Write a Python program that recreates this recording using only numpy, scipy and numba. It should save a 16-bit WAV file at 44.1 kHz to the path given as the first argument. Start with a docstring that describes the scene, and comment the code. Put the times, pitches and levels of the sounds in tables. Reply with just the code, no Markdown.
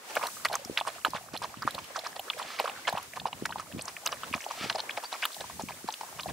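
"""Outdoors, at arm's length, a dog laps milk from a glass bowl on a wooden board.
Each stroke closes air pockets, heard as damped sines with slightly rising pitch, amid crowds of slosh
bubbles; drops and films snap with high, short rings, and thousands of small bubbles make the froth.
Gulps are rounded knocks rising in pitch, snorts are noise through nasal resonances, and lone drops ring.
Filtered noise makes the soft stereo hiss and the low rumble beneath."""
import sys
import numpy as np
from scipy import signal
from scipy.fft import rfft, irfft
from scipy.io import wavfile
from scipy.ndimage import uniform_filter1d
from numba import njit

SR = 44100
rng = np.random.default_rng(int(sys.argv[2]) if len(sys.argv) > 2 else 0)


def dump(signal):
    """Clip the signal to [-1, 1] and save it as 16-bit WAV at the path in sys.argv[1]."""
    limited = np.clip(np.atleast_2d(signal).T, -1, 1)
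    pcm = np.round(limited * 32767).astype(np.int16)
    wavfile.write(sys.argv[1], SR, pcm)


N = 278712

# air pockets closed by tongue and lips: t/s, peak level/dB, f/Hz
POCKET_EVENTS = [(.113, -37, 800), (.1678, -14, 1400), (.1695, -22.5, 590), (.195, -31, 1060),
                 (.2178, -29, 1030), (.2365, -19, 1045), (.2557, -26, 940), (.285, -32, 1150),
                 (.369, -35.5, 1240), (.4488, -27, 1240), (.4537, -15.5, 1970), (.4996, -28.5, 810),
                 (.5131, -27, 806), (.526, -30, 1570), (.5409, -28, 1040), (.5559, -20, 1190),
                 (.7739, -16, 2020), (.8116, -20.5, 910), (.8512, -31, 1090), (.8738, -23.5, 1040),
                 (.879, -29, 1030), (.983, -36.5, 1180), (1.049, -11.5, 1310), (1.0608, -21, 950),
                 (1.0685, -25, 870), (1.1346, -23, 990), (1.1498, -27.5, 1000), (1.286, -38.5, 1170),
                 (1.3505, -28, 940), (1.4184, -27, 980), (1.4441, -23.5, 1015), (1.5417, -31, 1210),
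                 (1.6213, -27, 1240), (1.626, -25, 1500), (1.6311, -27, 1120), (1.6766, -10.5, 1155),
                 (1.686, -29, 1410), (1.752, -32.5, 575), (1.7805, -26.5, 1060), (1.788, -30, 1050),
                 (1.906, -39.5, 590), (1.9604, -23, 1220), (1.9805, -30, 700), (2.037, -36.5, 629),
                 (2.065, -23.5, 1200), (2.1945, -28, 740), (2.282, -35, 1376), (2.3044, -24.5, 1170),
                 (2.3676, -37.5, 680), (2.3976, -25.5, 1080), (2.412, -31, 1060), (2.417, -27, 970),
                 (2.504, -33, 1230), (2.5992, -18.5, 900), (2.6431, -27, 560), (2.6569, -21, 1200),
                 (2.6778, -23, 1110), (2.697, -31.5, 770), (2.8804, -16, 1110), (2.9267, -22.5, 760),
                 (2.9512, -23, 768), (2.9736, -21, 1000), (2.9845, -26, 1010), (2.998, -35, 1024),
                 (3.1729, -24.5, 1070), (3.2165, -36, 770), (3.2556, -18, 895), (3.2852, -31.5, 860),
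                 (3.33, -29, 935), (3.4559, -18, 1520), (3.493, -31.5, 940), (3.505, -29.5, 945),
                 (3.5237, -26.5, 1450), (3.5583, -23.5, 893), (3.5972, -27.5, 1200), (3.605, -33, 1130),
                 (3.793, -35, 730), (3.88, -30, 1055), (4.0644, -25.5, 1200), (4.09, -32, 1170),
                 (4.127, -23, 1150), (4.234, -24.5, 1220), (4.3385, -21.5, 1160), (4.362, -32, 720),
                 (4.379, -33.5, 1164), (4.4641, -24.5, 800), (4.5098, -25, 1020), (4.538, -35.5, 955),
                 (4.633, -33, 740), (4.6998, -19, 1600), (4.712, -33, 734), (4.7511, -25, 723),
                 (4.7592, -24.5, 800), (4.7957, -30, 890), (4.837, -36, 766), (4.8957, -27.5, 1630),
                 (4.9756, -22.5, 805), (5.037, -31, 870), (5.127, -27, 896), (5.154, -31, 1040),
                 (5.2309, -22.5, 1500), (5.2535, -19, 1290), (5.305, -37.5, 1160), (5.366, -35.5, 805),
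                 (5.41, -37, 780), (5.442, -31, 930), (5.499, -33, 990), (5.5954, -26, 895),
                 (5.61, -33, 780), (5.691, -29.5, 950), (5.707, -31.5, 880), (5.8877, -19.5, 920),
                 (6.0108, -27.5, 870), (6.0337, -30, 865), (6.089, -39, 1030), (6.127, -39, 824),
                 (6.19, -34, 1100), (6.2591, -25.5, 740), (6.291, -30, 904), (6.304, -40, 725)]
# froth between strokes and muzzle position: t/s, level/dB before the layer offsets, left minus right/dB
FROTH_AND_SIDE = [(0.0, -47, -0.5), (1.34, -45, -3), (2.76, -44, -1.5), (3.03, -48.5, -2.5), (4.43, -43, 0),
                  (6.32, -47.5, -0.5)]
# background: t/s, hiss body level/dB, hiss treble level/dB, rumble level/dB, all before random wavering
AIR_LEVELS = [(0, -49, -53.5, -71), (.1, -45.5, -48.5, -70), (.37, -52.5, -44.5, -62),
              (.5, -48.5, -52, -62), (1.05, -53, -52, -64.5), (1.46, -53.5, -55, -54.5),
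              (1.81, -49.5, -54.5, -58), (2.27, -51, -52.5, -71.5), (2.83, -48, -53, -64.5),
              (3.24, -54.5, -54.5, -58.5), (3.59, -52.5, -53.5, -52), (3.95, -50.5, -51.5, -63.5),
              (4.3, -48, -51, -59), (4.46, -48, -49.5, -73), (4.7, -48.5, -52, -59), (5.3, -48.5, -49, -80),
              (5.42, -50, -49.5, -58.5), (5.65, -52, -49, -49.5), (6.0, -52, -50, -72),
              (6.32, -52, -49.5, -48)]


def undb(db):
    """Amplitude gain from the logarithmic level in dB."""
    return 10 ** (np.asarray(db) / 20)


def curve(rows, column):
    """Linear interpolation in time of one table column."""
    rows = np.array(rows)
    return np.interp(np.arange(N) / SR, rows[:, 0], rows[:, column])


def along(points):
    """Interpolation on a logarithmic frequency axis at every transform bin; end values are held."""
    hz, value = np.transpose(points)
    return np.interp(np.log(np.fft.rfftfreq(N, 1 / SR) + 1), np.log(hz), value)


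def unit(x):
    """Normalization to an rms amplitude of 1."""
    return x / np.sqrt(np.mean(x ** 2))


def walk(rate):
    """Random modulation: a new level every 1 / rate s, slewed between, with rms 1."""
    hold = int(SR / rate)
    levels = np.repeat(rng.standard_normal(N // hold + 1), hold)
    return unit(uniform_filter1d(levels, hold)[:N])


@njit
def grains(start, hz, t60, rise, glide, left, right):
    """Damped oscillation: exponential decay of 60 dB over t60, a swell, and a glide in octaves."""
    out = np.zeros((2, N))
    for e in range(len(start)):
        n = int(t60[e] * SR)
        fall, swell = np.exp(-np.log(1000) / n), np.exp(-1 / (rise[e] * SR))
        step, bend = 2 * np.pi * hz[e] / SR, 2 ** (glide[e] / n)
        phase, decay, unrisen, first = 0., 1., 1., int(start[e] * SR)
        for i in range(first, min(first + n, N)):
            decay, unrisen = decay * fall, unrisen * swell
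            step = min(step * bend, 2.4)  # radians per sample
            phase += step
            v = decay * (1 - unrisen) ** 2 * np.sin(phase)
            out[0, i] += left[e] * v
            out[1, i] += right[e] * v
    return out


def ring(s, db, hz, t60, rise, glide, pan_db):
    """Superposition of damped oscillations, envelope peaks set to db; pan_db is left minus right."""
    settings = np.broadcast_arrays(s, db, hz, t60, rise, glide, pan_db)
    s, db, hz, t60, rise, glide, pan_db = (1. * a.ravel() for a in settings)
    t60, rise = np.clip(t60, 1e-3, .3), np.clip(rise, 2e-5, .05)
    # peak of the swell times the decay
    ratio = rise * np.log(1000) / t60
    top = (ratio / (2 + ratio)) ** ratio * (2 / (2 + ratio)) ** 2
    left, right = undb(db + pan_db / 2) / top, undb(db - pan_db / 2) / top
    return grains(s, hz, t60, rise, glide, left, right)


def burst(s, length, db, hz, down_oct, up_oct, cycles, scatter_db, pan_db, count):
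    """Incoherent bubble sum: quick onset, trailing end; nominal power is independent of count."""
    early, late, tone, size, side, bend = np.moveaxis(rng.random((len(s), count, 6)), 2, 0)
    pitch = np.clip(hz * 2 ** ((down_oct + up_oct) * tone - down_oct), 40, 15000)
    share_db = 10 * np.log10(28 * length * pitch / cycles / count)
    each_db = db + share_db - scatter_db * (1 + np.log(1 - .99 * size))
    lag = -.4 * np.log(1 - .98 * late)
    start = s + length * (.7 * early + lag - .7)
    t60, rise = cycles / pitch, 0.093 * cycles / pitch
    # stragglers are fainter
    return ring(start, each_db - 5 * lag, pitch, t60, rise, bend - .4, pan_db * (2 * side - 1))


def bubbling(level_db, low_hz, high_hz, cycles, scatter_db, count):
    """Random superposition of many small bubbles, a few much stronger than the rest."""
    when, tone, size, side, bend = rng.random((count, 5)).T
    hz = low_hz * (high_hz / low_hz) ** tone
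    db = -scatter_db * np.log(1 - size * .97)
    cloud = ring(when * N / SR, db, hz, cycles / hz, 1.5 / hz, bend - .3, 5 * (side - .5))
    return unit(cloud) * undb(level_db)


def air():
    """Partly correlated stereo noise, its body and treble modulated independently."""
    # hiss spectrum: f/Hz, relative spectral level/dB
    hiss_shape = [(150, -29), (250, -3.5), (574, -0.5), (1070, 2), (1460, 0), (1620, 0.5), (3480, -4.5),
                  (8270, -5), (14600, -12.5), (15700, -9)]
    # correlation of the two sides: f/Hz, share (0-1)
    shared_part = [(100, 1), (500, 0.86), (1500, 0), (4000, 0), (12000, 0.04)]
    treble_from_hz, split_hz = 4700, 2000
    alike = np.clip(along(shared_part), 0, .99)
    mid, side = rfft(rng.standard_normal((2, N)))
    both = mid * np.sqrt(1 + alike) + side * np.sqrt(1 - alike) * np.array([[1], [-1]])
    f = np.fft.rfftfreq(N, 1 / SR)
    both = both * undb(along(hiss_shape)) * (f < hiss_shape[-1][0])
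    low = 1 / (1 + (f / treble_from_hz) ** 4)
    lower = 1 / (1 + (f / split_hz) ** 4)
    # the two parts of the body waver separately
    body = sum(irfft(both * low * part, N) * undb(2.6 * walk(16)) for part in (lower, 1 - lower))
    body = unit(body) * undb(curve(AIR_LEVELS, 1))
    treble = unit(irfft(both * (1 - low), N))
    return body + treble * undb(curve(AIR_LEVELS, 2) + 1.0 * walk(15))


def rumble():
    """Low-frequency shaped noise from the table, with random amplitude modulation."""
    # rumble spectrum: f/Hz, relative spectral level/dB
    rumble_shape = [(15, -56), (25, -23), (63, -3), (102, -1.5), (182, -1), (400, -11.5), (520, -17),
                    (880, -120)]
    low = unit(irfft(rfft(rng.standard_normal(N)) * undb(along(rumble_shape)), N))
    waver_db = 3.5 * walk(30)
    return low * undb(curve(AIR_LEVELS, 3) + waver_db)


def froth():
    """Bubble resonance: large bubbles gurgle low and small ones fizz high, wavering as the milk rocks."""
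    level_db = curve(FROTH_AND_SIDE, 1) + 2.0 * walk(15)
    gurgle = bubbling(level_db - 11.0, 477, 2030, 18.4, 10.2, count=3000)
    fizz = bubbling(level_db - 19.5, 1940, 6740, 35.0, 15.0, count=6000)
    return gurgle + fizz


def sloshes():
    """Bubble resonance round the tongue: a gurgle near the pocket pitch, spray above, mist on top."""
    # milk sloshing round the tongue: middle t/s, length/s, nominal gurgle level/dB
    slosh_events = [(0.106, 0.017, -47), (0.169, 0.022, -38.5), (0.246, 0.055, -41), (0.458, 0.012, -28),
                    (0.542, 0.03, -38), (0.784, 0.02, -37), (0.883, 0.026, -39.5), (1.067, 0.024, -42),
                    (1.162, 0.027, -40.5), (1.349, 0.025, -43.5), (1.44, 0.029, -42), (1.681, 0.022, -44.5),
                    (1.751, 0.016, -47.5), (1.789, 0.012, -47), (1.968, 0.024, -43), (2.06, 0.032, -46),
                    (2.166, 0.013, -43), (2.406, 0.048, -45.5), (2.605, 0.026, -37.5),
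                    (2.649, 0.015, -41.5), (2.686, 0.042, -46), (2.885, 0.019, -30.5),
                    (2.973, 0.048, -47.5), (3.169, 0.021, -44.5), (3.27, 0.023, -42.5),
                    (3.457, 0.0081, -34), (3.599, 0.028, -47), (3.792, 0.022, -50.5), (3.888, 0.021, -46),
                    (4.069, 0.02, -40), (4.131, 0.023, -45), (4.35, 0.027, -42), (4.511, 0.015, -45),
                    (4.706, 0.018, -41.5), (4.755, 0.015, -44), (4.794, 0.024, -43.5),
                    (4.905, 0.022, -51.5), (4.978, 0.015, -39.5), (5.04, 0.02, -47), (5.138, 0.032, -43.5),
                    (5.238, 0.028, -42.5), (5.411, 0.014, -41.5), (5.507, 0.016, -51.5), (5.609, 0.02, -45),
                    (5.703, 0.033, -50.5), (5.884, 0.014, -46.5), (6.013, 0.01, -44.5),
                    (6.199, 0.021, -46.5), (6.298, 0.03, -46)]
    s, length, db = np.transpose(slosh_events)[:, :, None]
    pocket_s, _, pocket_hz = np.transpose(POCKET_EVENTS)
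    hz = np.interp(s, pocket_s, pocket_hz)
    # spray is -45.5 dB for a -40 dB slosh and gains 0.78 dB per dB of slosh
    spray_db = -45.5 + 0.78 * (db + 40)
    gurgle = burst(s, length, db, np.minimum(hz, 1500), 0.86, 0.69, 6.3, 2.44, 4.7, count=32)
    spray = burst(s, length, spray_db, 3000, 0.923, 0.9, 13, 3.07, 10.8, count=60)
    mist = burst(s, length, spray_db - 12, 8500, 0.574, 0.44, 24, 4.8, 11.0, count=30)
    return gurgle + spray + mist


def pockets(after_db=-14, after_s=0.00788, spread_oct=0.44, rise_oct=0.012, count=3):
    """Resonance of trapped air: each pocket rises slightly in pitch; fainter ones break off after it."""
    s, db, hz = np.transpose(POCKET_EVENTS)[:, :, None]
    t60 = 9.9 / hz  # 9.9 cycles per 60 dB of decay
    late, size, tone, bend = np.moveaxis(rng.random((len(s), count, 4)), 2, 0)
    swell = .9 / hz
    main = ring(s - swell / 2, db, hz, t60, swell, rise_oct, 3 * (tone[:, :1] - .5))
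    small_hz = hz * 2 ** (spread_oct * (2 * tone - 1))
    small_db = db + after_db + 4 * size
    small = ring(s + after_s * late, small_db, small_hz, 2.8 * t60, 0.057 / hz, bend - .5, 0)
    return main + small


def snaps(after_db=-13, after_s=.004, edge_s=0.0033, count=8):
    """Impulsive excitation: a short ring, scattered spray and a high edge of tiny drops."""
    # drops and films that snap: t/s, peak level/dB, f/Hz, edge level over peak/dB before a 13 dB cut
    snap_events = [(0.1534, -26.5, 2740, 5.5), (0.1718, -22, 2170, -20), (.237, -35, 4730, -20),
                   (0.258, -34, 2926, -20), (0.269, -25, 4100, 3), (0.4495, -18.5, 4380, -1),
                   (0.486, -28.5, 3560, -5), (0.5298, -25.5, 4270, -4), (0.541, -27, 2150, -25),
                   (0.5538, -18, 6030, -1), (0.649, -28, 5400, -6), (0.7755, -12, 3050, -19),
                   (0.8015, -23.5, 3400, -8), (0.8113, -27, 2740, -26), (.88, -30.5, 8500, -17),
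                   (1.0488, -16, 2920, -7.5), (1.105, -35, 5000, 3), (1.17, -31.5, 3040, -24),
                   (1.3648, -28, 3200, -17), (1.3746, -26.5, 3980, -3), (1.439, -36, 4140, -15),
                   (1.572, -42, 2780, -25), (1.623, -29.5, 5000, -6), (1.656, -39, 2200, -8),
                   (1.708, -30, 3720, 2.5), (1.748, -26, 3750, -4), (1.788, -31.5, 2595, -25),
                   (1.843, -37.5, 2850, 2), (1.9642, -24.5, 5620, -26), (1.991, -25.5, 3940, -8),
                   (2.069, -28, 5150, -20), (2.1948, -26, 3050, 0.5), (2.3006, -15, 3300, -38),
                   (2.334, -30, 2200, -17), (2.428, -28, 3130, -25), (2.589, -24, 2060, -28),
                   (2.5949, -24, 4040, -30), (2.599, -21, 2620, -2), (2.677, -30, 3180, -20),
                   (2.697, -27, 2670, -12), (2.872, -26, 3050, -27), (2.878, -17.5, 3050, -32),
                   (2.897, -33, 4200, 4), (2.9264, -34, 3520, 4), (2.9787, -26, 2840, -7),
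                   (3.028, -40, 6000, 5), (3.1353, -31, 1950, -4), (3.1992, -27.5, 3490, -25),
                   (3.3296, -26.5, 2780, -26), (3.4573, -26, 5230, 1.5), (3.494, -38, 2720, -20),
                   (3.51, -34, 3900, -20), (3.526, -32, 2770, -22), (3.605, -36.5, 6500, -20),
                   (3.725, -34, 2930, -20), (3.793, -30, 2510, -17), (3.812, -28, 4400, -12.5),
                   (3.821, -26, 8160, -23), (3.855, -28.5, 6930, -27), (3.882, -27, 4900, -24),
                   (3.967, -25.5, 2320, -15), (4.061, -16.5, 6100, -3), (4.0647, -19, 2700, -18),
                   (4.0736, -19.5, 3800, -4), (4.091, -37, 2257, -25), (4.12, -27, 5500, -21),
                   (4.1263, -26.5, 2880, -23), (4.234, -31.5, 2980, -25), (4.242, -33, 2793, -27),
                   (4.3283, -26, 2580, -26), (4.3401, -18, 2440, -26), (4.361, -34, 6160, -20),
                   (4.406, -31, 2100, -20), (4.412, -32.5, 5750, -20), (4.42, -34, 2400, -25),
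                   (4.441, -30, 2730, -20), (4.448, -34, 5800, -20), (4.489, -34, 4500, -20),
                   (4.518, -34.5, 5800, -20), (4.6984, -17, 4300, -30), (4.7, -19, 2730, -35),
                   (4.727, -29, 3640, -21), (4.757, -25.5, 4840, -26), (4.785, -30, 4050, -32),
                   (4.7945, -24.5, 3650, -32), (4.803, -21, 4070, -27), (4.8943, -22.5, 2250, -32),
                   (4.909, -26, 3020, -10), (4.9743, -24.5, 2240, -23), (5.044, -30, 4180, -25),
                   (5.1276, -25, 3790, -32), (5.14, -30, 2380, -21), (5.159, -34.5, 2160, -25),
                   (5.2262, -19.5, 2340, -31), (5.234, -23.5, 2560, -32), (5.239, -28, 2640, -32),
                   (5.24, -18, 2730, -36), (5.2535, -17, 3200, -0.5), (5.253, -25, 13400, -20),
                   (5.319, -36, 3500, -20), (5.331, -34, 4300, -20), (5.345, -30.5, 3740, -5),
                   (5.4073, -28, 3600, -22), (5.622, -31, 6300, -8), (5.687, -28.5, 2220, -14),
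                   (5.72, -35, 2100, -20), (5.888, -30, 4140, -20), (5.905, -30, 3680, -22),
                   (5.9247, -27.5, 5950, -20), (5.94, -24, 3350, -10), (6.197, -26.5, 2730, -23),
                   (6.207, -27, 4640, -20), (6.2334, -28, 3740, -7)]
    t60, swell_cycles = 0.0048, .9  # s, cycles
    s, db, hz, top_db = np.transpose(snap_events)[:, :, None]
    late, tone, side, high = np.moveaxis(rng.random((len(s), count, 4)), 2, 0)
    pan_db = 0.3 + 6 * (side - .5)
    swell = swell_cycles / hz
    main = ring(s - swell, db, hz, t60, swell, 0.16, pan_db[:, :1])
    spray_hz = hz * 2 ** (0.942 * (tone - .5))
    spray_db = db + after_db - 5 * late
    spray = ring(s + after_s * late, spray_db, spray_hz, 2.46 * t60, swell, 0.4, pan_db)
    edge_hz = 6500 + 9000 * high
    edge = ring(s + 0.0024 * late, db + top_db - 13, edge_hz, edge_s, 0.00044, 0, pan_db)
    return main + spray + edge


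def gulps():
    """Heavily damped resonance: rounded knocks rise in pitch, with faint lower bubbles around them."""
    # gulps and soft thuds through the board: t/s, peak level/dB, f/Hz
    gulp_events = [(0.6605, -35.5, 260), (0.6995, -24.5, 330), (1.086, -30.5, 238), (1.15, -34, 150),
                   (1.3404, -29.5, 243), (1.575, -35.5, 197), (1.654, -26.5, 227), (2.942, -32, 158),
                   (3.4253, -23.5, 290), (3.74, -34, 178), (3.751, -26.5, 185), (3.7638, -30, 274),
                   (3.773, -29, 212), (3.789, -32.5, 196), (4.315, -32.5, 212), (4.3542, -28, 205),
                   (4.614, -31.5, 237), (4.644, -32.5, 214), (4.6614, -30, 340), (5.6391, -27, 209),
                   (5.846, -30.5, 286)]
    s, db, hz = np.transpose(gulp_events)[:, :, None]
    # 60 dB of decay in 2.6 cycles
    plop = ring(s - 0.81 / hz, db, hz, 2.6 / hz, 0.43 / hz, 0.55, 0)
    wobble = burst(s + 0.00802, 0.0264, db - 23.5, 0.61 * hz, 0.22, 0.61, 3.0, 0.45, .8, count=6)
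    return plop + wobble


def snorts():
    """Turbulence noise filtered by nasal resonances, fluttering at random against the milk."""
    # air blown from the nose: middle t/s, length/s between 1/e points, level/dB before the flutter
    snort_events = [(2.537, 0.19, -42), (4.632, 0.13, -37)]
    # nasal resonances: f/Hz, width/Hz, relative level/dB
    nose_modes = [(1360, 61, 18.5), (2060, 740, 6), (2840, 2070, 11.5), (4280, 1200, -1)]
    t = np.arange(N) / SR
    gain = sum(undb(db) * np.exp(-(2 * (t - s) / length) ** 2) for s, length, db in snort_events)
    f = np.fft.rfftfreq(N, 1 / SR)
    nose = sum(undb(db) / (1 + 1j * (f - hz) / width) ** 2 for hz, width, db in nose_modes)
    breath = unit(irfft(rfft(rng.standard_normal(N)) * nose, N))
    return breath * undb(2.2 * walk(150)) * gain


def drips():
    """Lightly damped resonance: lone drops ring clearly for a moment."""
    # lone drops: t/s, peak level/dB, f/Hz
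    drip_events = [(2.851, -33, 2070), (5.053, -35.5, 4620)]
    s, db, hz = np.transpose(drip_events)
    return ring(s, db, hz, 0.04, 0.00097, .06, 0)  # 60 dB of decay in 0.04 s


def scene():
    """Superposition of direct sound, reflections and interaural-like phase at two ports, in open air."""
    # reflections from board, table and the dog's chest: left delay/s, right delay/s, level/dB
    reflections = [(.0012, .0017, -15), (.0041, .0047, -20)]
    # the right port hears the bowl a little earlier: f/Hz, phase lead of the left/rad
    port_phase = [(60, -.4), (200, -.95), (400, -.8), (650, -.5), (1000, -.4), (1600, -.35), (2500, -.05),
                  (16000, -.01)]
    bowl_from_hz = 164  # small bubbles radiate no bass
    bowl = pockets() + snaps() + drips() + sloshes() + froth() + snorts()
    f = np.fft.rfftfreq(N, 1 / SR)
    echo = 1 + sum(undb(db) * np.exp(-2j * np.pi * f * np.array([[left_s], [right_s]]))
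                   for left_s, right_s, db in reflections)
    bass_cut = 1 + (bowl_from_hz / (f + 1)) ** 4
    pan = undb(curve(FROTH_AND_SIDE, 2) * np.array([[.5], [-.5]]))
    bowl = irfft(rfft(bowl) * echo / bass_cut, N) * pan
    ports = np.exp(.5j * along(port_phase) * np.array([[1], [-1]]))
    return irfft(rfft(bowl + gulps() + rumble()) * ports, N) + air()


def record(dry):
    """Band limitation: a high-pass at 62 Hz and a steep low-pass at 16.7 kHz."""
    thin = signal.sosfilt(signal.butter(3, 62, "high", fs=SR, output="sos"), dry)
    return signal.sosfilt(signal.ellip(10, .2, 70, 16700, fs=SR, output="sos"), thin)


dry = scene()
out = record(dry)
dump(out)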